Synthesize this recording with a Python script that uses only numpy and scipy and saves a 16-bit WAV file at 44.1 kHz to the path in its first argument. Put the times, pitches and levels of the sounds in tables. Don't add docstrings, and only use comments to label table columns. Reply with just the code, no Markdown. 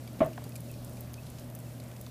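import sys
import numpy as np
from scipy import signal
from scipy.fft import rfft, irfft
from scipy.io import wavfile
from scipy.ndimage import uniform_filter1d

SR = 44100
rng = np.random.default_rng(int(sys.argv[2]) if len(sys.argv) > 2 else 0)


def voltage_ratio(level):
    return 10 ** (np.asarray(level, float) / 20)


def dump_mix(stems):
    frames = np.atleast_2d(stems).T
    limited = np.clip(frames, -1, 1)
    pcm = np.round(limited * 32767).astype(np.int16)
    wavfile.write(sys.argv[1], SR, pcm)


N = 92610
RISE_S = 0.0006


def noise():
    return rng.standard_normal(N)


def walk(rate):
    hold = int(SR / rate)
    steps = np.repeat(rng.standard_normal(N // 200), hold)[:N]
    return 1.84 * uniform_filter1d(uniform_filter1d(steps, hold), hold)


def band(x, hz, width):
    hz = np.clip(hz, 50, 0.42 * SR)
    width = np.clip(width, 20, 0.4 * SR)
    return signal.lfilter(*signal.iirpeak(hz, hz / width, fs=SR), x)


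def add(out, at_s, x):
    i = max(int(at_s * SR), 0)
    out[i:i + len(x)] += x[:max(N - i, 0)]


def fade(t, t60):
    return np.exp(-np.log(1000) * t / t60)


def ring(modes, gains):
    t = np.arange(SR // 2) / SR
    out = np.zeros(len(t))
    for (hz, db, t60), gain in zip(modes, gains):
        loss_db = np.minimum(60 * t / max(t60, 0.005), 200)
        out += gain * voltage_ratio(db - loss_db) * np.sin(2 * np.pi * hz * t)
    return out


def clicks(rows, width):
    edge_s, tail_db = 0.00066, -4
    out, t = np.zeros(N), np.arange(2048) / SR
    rise = int(RISE_S * SR)
    for at, db, hz, t60 in rows:
        shape = np.exp(-t / edge_s) + voltage_ratio(tail_db) * fade(t, max(t60, 0.002))
        shape = uniform_filter1d(np.roll(shape, rise), rise + 1)
        burst = rng.standard_normal(len(t)) * shape
        x = band(band(burst, hz, width * hz), hz, width * hz)
        add(out, at - RISE_S, voltage_ratio(db) * x / abs(x).max())
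    return out


# f/Hz, rms level/dB before the slow drift, waver/dB
HUM_LINES = [(79.3, -60.5, -0.5), (120.2, -45, 0.56), (240.7, -57, -0.5)]
# f/Hz, rms level/dB before the slow drift
THIN_WHINE = (12228, -76)


def hum():
    t = np.arange(N) / SR
    hz, db = THIN_WHINE
    out = np.sqrt(2) * voltage_ratio(db) * np.sin(2 * np.pi * hz * t)
    for hz, db, waver_db in HUM_LINES:
        level = np.sqrt(2) * voltage_ratio(db + waver_db * walk(6.27))
        out += level * np.sin(2 * np.pi * (hz * t + rng.random()))
    return out


# f/Hz, relative level/dB
AIR_COLOUR = [(12, -67), (22, -36), (35, -4.5), (62, -9), (79, -1), (92, -23), (105, -2), (125, -9),
              (148, 1.5), (170, -2.5), (240, -3.5), (300, -7), (400, -14), (500, -13), (600, -8),
              (680, -13.5), (860, -20), (1640, -25), (3000, -28.5), (6500, -30.5), (12400, -30),
              (15100, -32), (20000, -54)]


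def air():
    air_db, flicker_db = -48, 0.9
    f = np.maximum(np.arange(N // 2 + 1) * SR / N, 1)
    colour_hz, colour_db = np.transpose(AIR_COLOUR)
    spec = rfft(noise()) * voltage_ratio(np.interp(np.log(f), np.log(colour_hz), colour_db))
    spec = spec * voltage_ratio(air_db) / np.std(irfft(spec, N))
    octave = np.clip(np.log2(f / 32), 0, 9)
    out = np.zeros(N)
    for k in range(10):
        share = np.maximum(1 - abs(octave - k), 0)
        out += irfft(spec * share, N) * voltage_ratio(flicker_db * walk(12.47))
    return out


# t/s, level/dB
BACKGROUND_DRIFT = [(0, 0.5), (.5, 1.0), (1.1, 0.53), (1.6, 0.2), (2.1, -0.5)]
# start t/s, length/s, level/dB, below f/Hz
BACKGROUND_DIP = (.1965, .0075, -18, 3500)


def background():
    t = np.arange(N) / SR
    out = (air() + hum()) * voltage_ratio(np.interp(t, *np.transpose(BACKGROUND_DRIFT)))
    start, length, dip_db, below_hz = BACKGROUND_DIP
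    shut = uniform_filter1d(1.0 * (t > start) * (t < start + length), size=60)
    low = signal.sosfiltfilt(signal.butter(2, below_hz, fs=SR, output="sos"), out)
    return out - low * shut * (1 - voltage_ratio(dip_db))


# ticks/per s, base level/dB, spread/dB, lowest f/Hz, highest f/Hz
SMALL_FEET = (101, -58, 2, 2009, 14000)


def crowd():
    rate, db, spread_db, lo_hz, hi_hz = SMALL_FEET
    u = rng.random((int(rate * N / SR), 3))
    at = u[:, 0] * N / SR
    level = db - spread_db * np.log(u[:, 1] + 0.02)
    hz = lo_hz * (hi_hz / lo_hz) ** u[:, 2]
    tail_s = np.full(len(u), 0.015)
    return clicks(np.c_[at, level, hz, tail_s], 0.35)


# f/Hz, level/dB, t60/s
WALL_MODES = [(2410, 2, 0.031), (4840, -0.5, .022), (7100, -8.5, 0.012), (9450, -2, 0.016),
              (11800, 10, .012)]


def pings(rows):
    db_per_octave, scatter_db, detune = -6, 3.5, 0.036
    out = np.zeros(N)
    for at, _, bite_hz, _, ping_db in rows:
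        u = rng.standard_normal(len(WALL_MODES))
        modes = []
        for (hz, db, t60), v in zip(WALL_MODES, u):
            octaves_away = abs(np.log2(hz / bite_hz))
            modes.append((hz * (1 + detune * v), db + db_per_octave * octaves_away, t60))
        x = ring(modes, voltage_ratio(-scatter_db * u[::-1]))
        swell = np.minimum(np.arange(len(x)) / (RISE_S * SR), 1)
        add(out, at, voltage_ratio(ping_db) * x * swell)
    return out


# t/s, peak level/dB, centre f/Hz, tail t60/s, wall ping level/dB
BITE_EVENTS = [(0.0757, -43.5, 3470, 0.03, -46), (0.1936, -43, 2410, 0.04, -70),
               (0.332, -43, 4270, 0.031, -55), (0.4404, -43.5, 6550, 0.048, -48),
               (0.452, -53, 5360, 0.04, -58), (0.5208, -46.5, 3800, 0.055, -53),
               (0.556, -37, 6400, 0.025, -42), (0.561, -36.5, 7340, 0.03, -46),
               (0.5638, -40, 5860, 0.035, -50), (0.7397, -44, 4520, 0.035, -55),
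               (0.9707, -44, 4800, 0.027, -50), (1.1409, -36, 5600, 0.016, -53),
               (1.2341, -46, 3300, 0.033, -56), (1.265, -49, 3900, 0.046, -68),
               (1.385, -43, 5050, 0.07, -58), (1.501, -49, 2470, 0.033, -62),
               (1.563, -50, 2600, 0.037, -59), (1.8, -43, 4900, 0.035, -54.5),
               (1.915, -48, 2510, 0.03, -65), (1.9642, -40.5, 3100, 0.025, -56),
               (1.9685, -50, 6000, .02, -60), (2.0643, -39, 3570, 0.022, -60)]


def bites():
    return clicks(np.array(BITE_EVENTS)[:, :-1], 1.55) + pings(BITE_EVENTS)


# t/s, peak level/dB, centre f/Hz, tail t60/s
CLAW_TICKS = [(0.131, -45, 11600, 0.02), (0.2467, -43, 9080, 0.018), (0.2614, -35, 13800, 0.02),
              (0.493, -35.5, 13900, 0.015), (0.6049, -38.5, 12200, 0.024), (0.7150, -35, 13500, 0.0099),
              (0.847, -34.5, 11700, 0.028), (0.8957, -40, 12900, 0.02), (0.933, -38.5, 13800, 0.022),
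              (1.0075, -30.5, 13500, 0.021), (1.1345, -39, 12400, 0.015), (1.301, -38.5, 11700, 0.022),
              (1.3965, -41, 12200, 0.022), (1.268, -44.5, 10000, .04), (1.4425, -47, 8510, 0.02),
              (1.477, -44, 13500, .02), (1.8003, -43, 9700, 0.018), (1.5, -43, 12400, 0.02),
              (1.5503, -34, 12100, 0.037), (1.5892, -36.5, 12300, 0.028), (1.6022, -40, 10000, 0.016),
              (1.8376, -42.5, 9400, 0.017), (1.886, -45, 12300, 0.02), (2.0122, -32.5, 15600, 0.022),
              (2.0135, -46, 7500, 0.03), (.579, -46, 11300, .03)]


def ticks():
    return clicks(CLAW_TICKS, 0.6)


# f/Hz, level/dB, t60/s
TUB_MODES = [(145.8, -13.5, 0.29), (232.2, -7.5, 0.078), (319, -5, 0.061), (361, -10.5, 0.11),
             (444, -48, 0.025), (500, -10.5, 0.027), (750, -38, 0.049), (910, -18, 0.073),
             (1030, -13.5, 0.053), (1110, -7.5, 0.044), (1184, -9, 0.039), (1291, -16.5, 0.064),
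             (1406, -16, .08), (1630, -39, 0.036), (1780, -20, .1), (2080, -28, 0.25), (2406, -14, 0.13),
             (2930, -39, .06)]
# f/Hz, level/dB, t60/s
HOLLOW_MODES = [(586, -7.5, 0.073), (630.5, 1, 0.084), (654.5, -6.5, .13)]
# t/s, drive level/dB, contact/ms, hollow ring level/dB
TUB_BLOWS = [(.187, -37.5, 1.9, -13), (0.2048, -15, 0.66, -11.5), (.2152, -23, 0.51, 1.5),
             (.2183, -27, 0.67, 3.5), (.2277, -24.5, 0.78, 2), (.2355, -31, 0.62, -2),
             (.2495, -36, 1.04, -2.5), (.262, -30.5, 0.93, 0), (0.276, -32.5, 1.4, -2),
             (.286, -36.5, 1.84, -11), (.314, -38, 1.3, -6.5)]


def knocks():
    scatter_db, chatter_db, chatter_t60 = 4.5, -33.5, 0.16
    rattle_db, rattle_t60, rattle_hz = -38.5, 0.22, 1480
    out, t = np.zeros(N), np.arange(SR // 2) / SR
    signs = (-1) ** np.arange(len(TUB_MODES))
    for at, db, contact_ms, hollow_db in TUB_BLOWS:
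        push = np.hanning(int(contact_ms * SR / 1000) + 3)
        gains = voltage_ratio(scatter_db * rng.uniform(-1.47, 1, len(TUB_MODES))) * signs
        body = ring(TUB_MODES, gains) + voltage_ratio(hollow_db) * ring(HOLLOW_MODES, [1, 1, 1])
        drive = voltage_ratio(chatter_db) * rng.standard_normal(len(t)) * fade(t, chatter_t60)
        drive[0] = 1
        pushed_body = np.convolve(body, push / push.sum())
        add(out, at, voltage_ratio(db) * signal.fftconvolve(pushed_body, drive))
    rattle = band(rng.standard_normal(len(t)), rattle_hz, 970)
    rattle = signal.sosfilt(signal.butter(4, 2.3 * rattle_hz, fs=SR, output="sos"), rattle)
    rattle = voltage_ratio(rattle_db) * rattle / np.std(rattle) * fade(t, rattle_t60)
    add(out, TUB_BLOWS[1][0], rattle)
    return out


# t/s, peak level/dB, centre f/Hz, tail t60/s
WALL_SCUFFS = [(.3772, -48, 2800, .012), (.3775, -36, 1430, 0.0095), (.3788, -34.5, 835, 0.034),
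               (.3855, -39.5, 665, 0.022), (.42, -43, 686, 0.016), (.455, -46, 785, 0.03),
               (.4645, -38.5, 392, 0.012), (.4655, -43, 820, 0.021), (1.266, -48, 3840, 0.054),
               (1.938, -54, 4500, .02), (2.064, -54.5, 2200, .015), (2.0645, -53, 3720, .015),
               (2.0655, -49, 5800, 0.014), (2.0678, -45, 940, 0.02)]


def scuffs():
    return clicks(WALL_SCUFFS, 0.5)


# start t/s, length/s, middle f/Hz, level/dB before swell and roughness
WING_CHIRPS = [(0.69, 0.027, 2600, -59), (1.172, 0.03, 2574, -56), (1.663, 0.022, 2630, -68)]


def chirps():
    glide = 0.023
    out = np.zeros(N)
    for at, length, hz, db in WING_CHIRPS:
        t = np.arange(int(length * SR)) / SR
        swell = abs(np.sin(np.pi * t / length)) ** 0.99
        rough = 1 + 0.61 * np.sin(2 * np.pi * 130 * t)
        tone = np.sin(2 * np.pi * hz * t * (1 + glide * (t / length - 1)))
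        add(out, at, np.sqrt(2) * voltage_ratio(db) * swell * rough * tone)
    return out


def scene():
    return (background() + crowd() + bites() + ticks() + knocks() + scuffs() + chirps())[None]


def low_pass(x):
    return signal.sosfilt(signal.butter(12, 16530, fs=SR, output="sos"), x)


def record(dry):
    no_top = signal.sosfilt(signal.ellip(8, 0.2, 30, 15400, fs=SR, output="sos"), dry)
    mix = signal.sosfilt(signal.butter(2, 28, "high", fs=SR, output="sos"), no_top)
    return low_pass(mix)


dry = scene()
out = record(dry)
dump_mix(out)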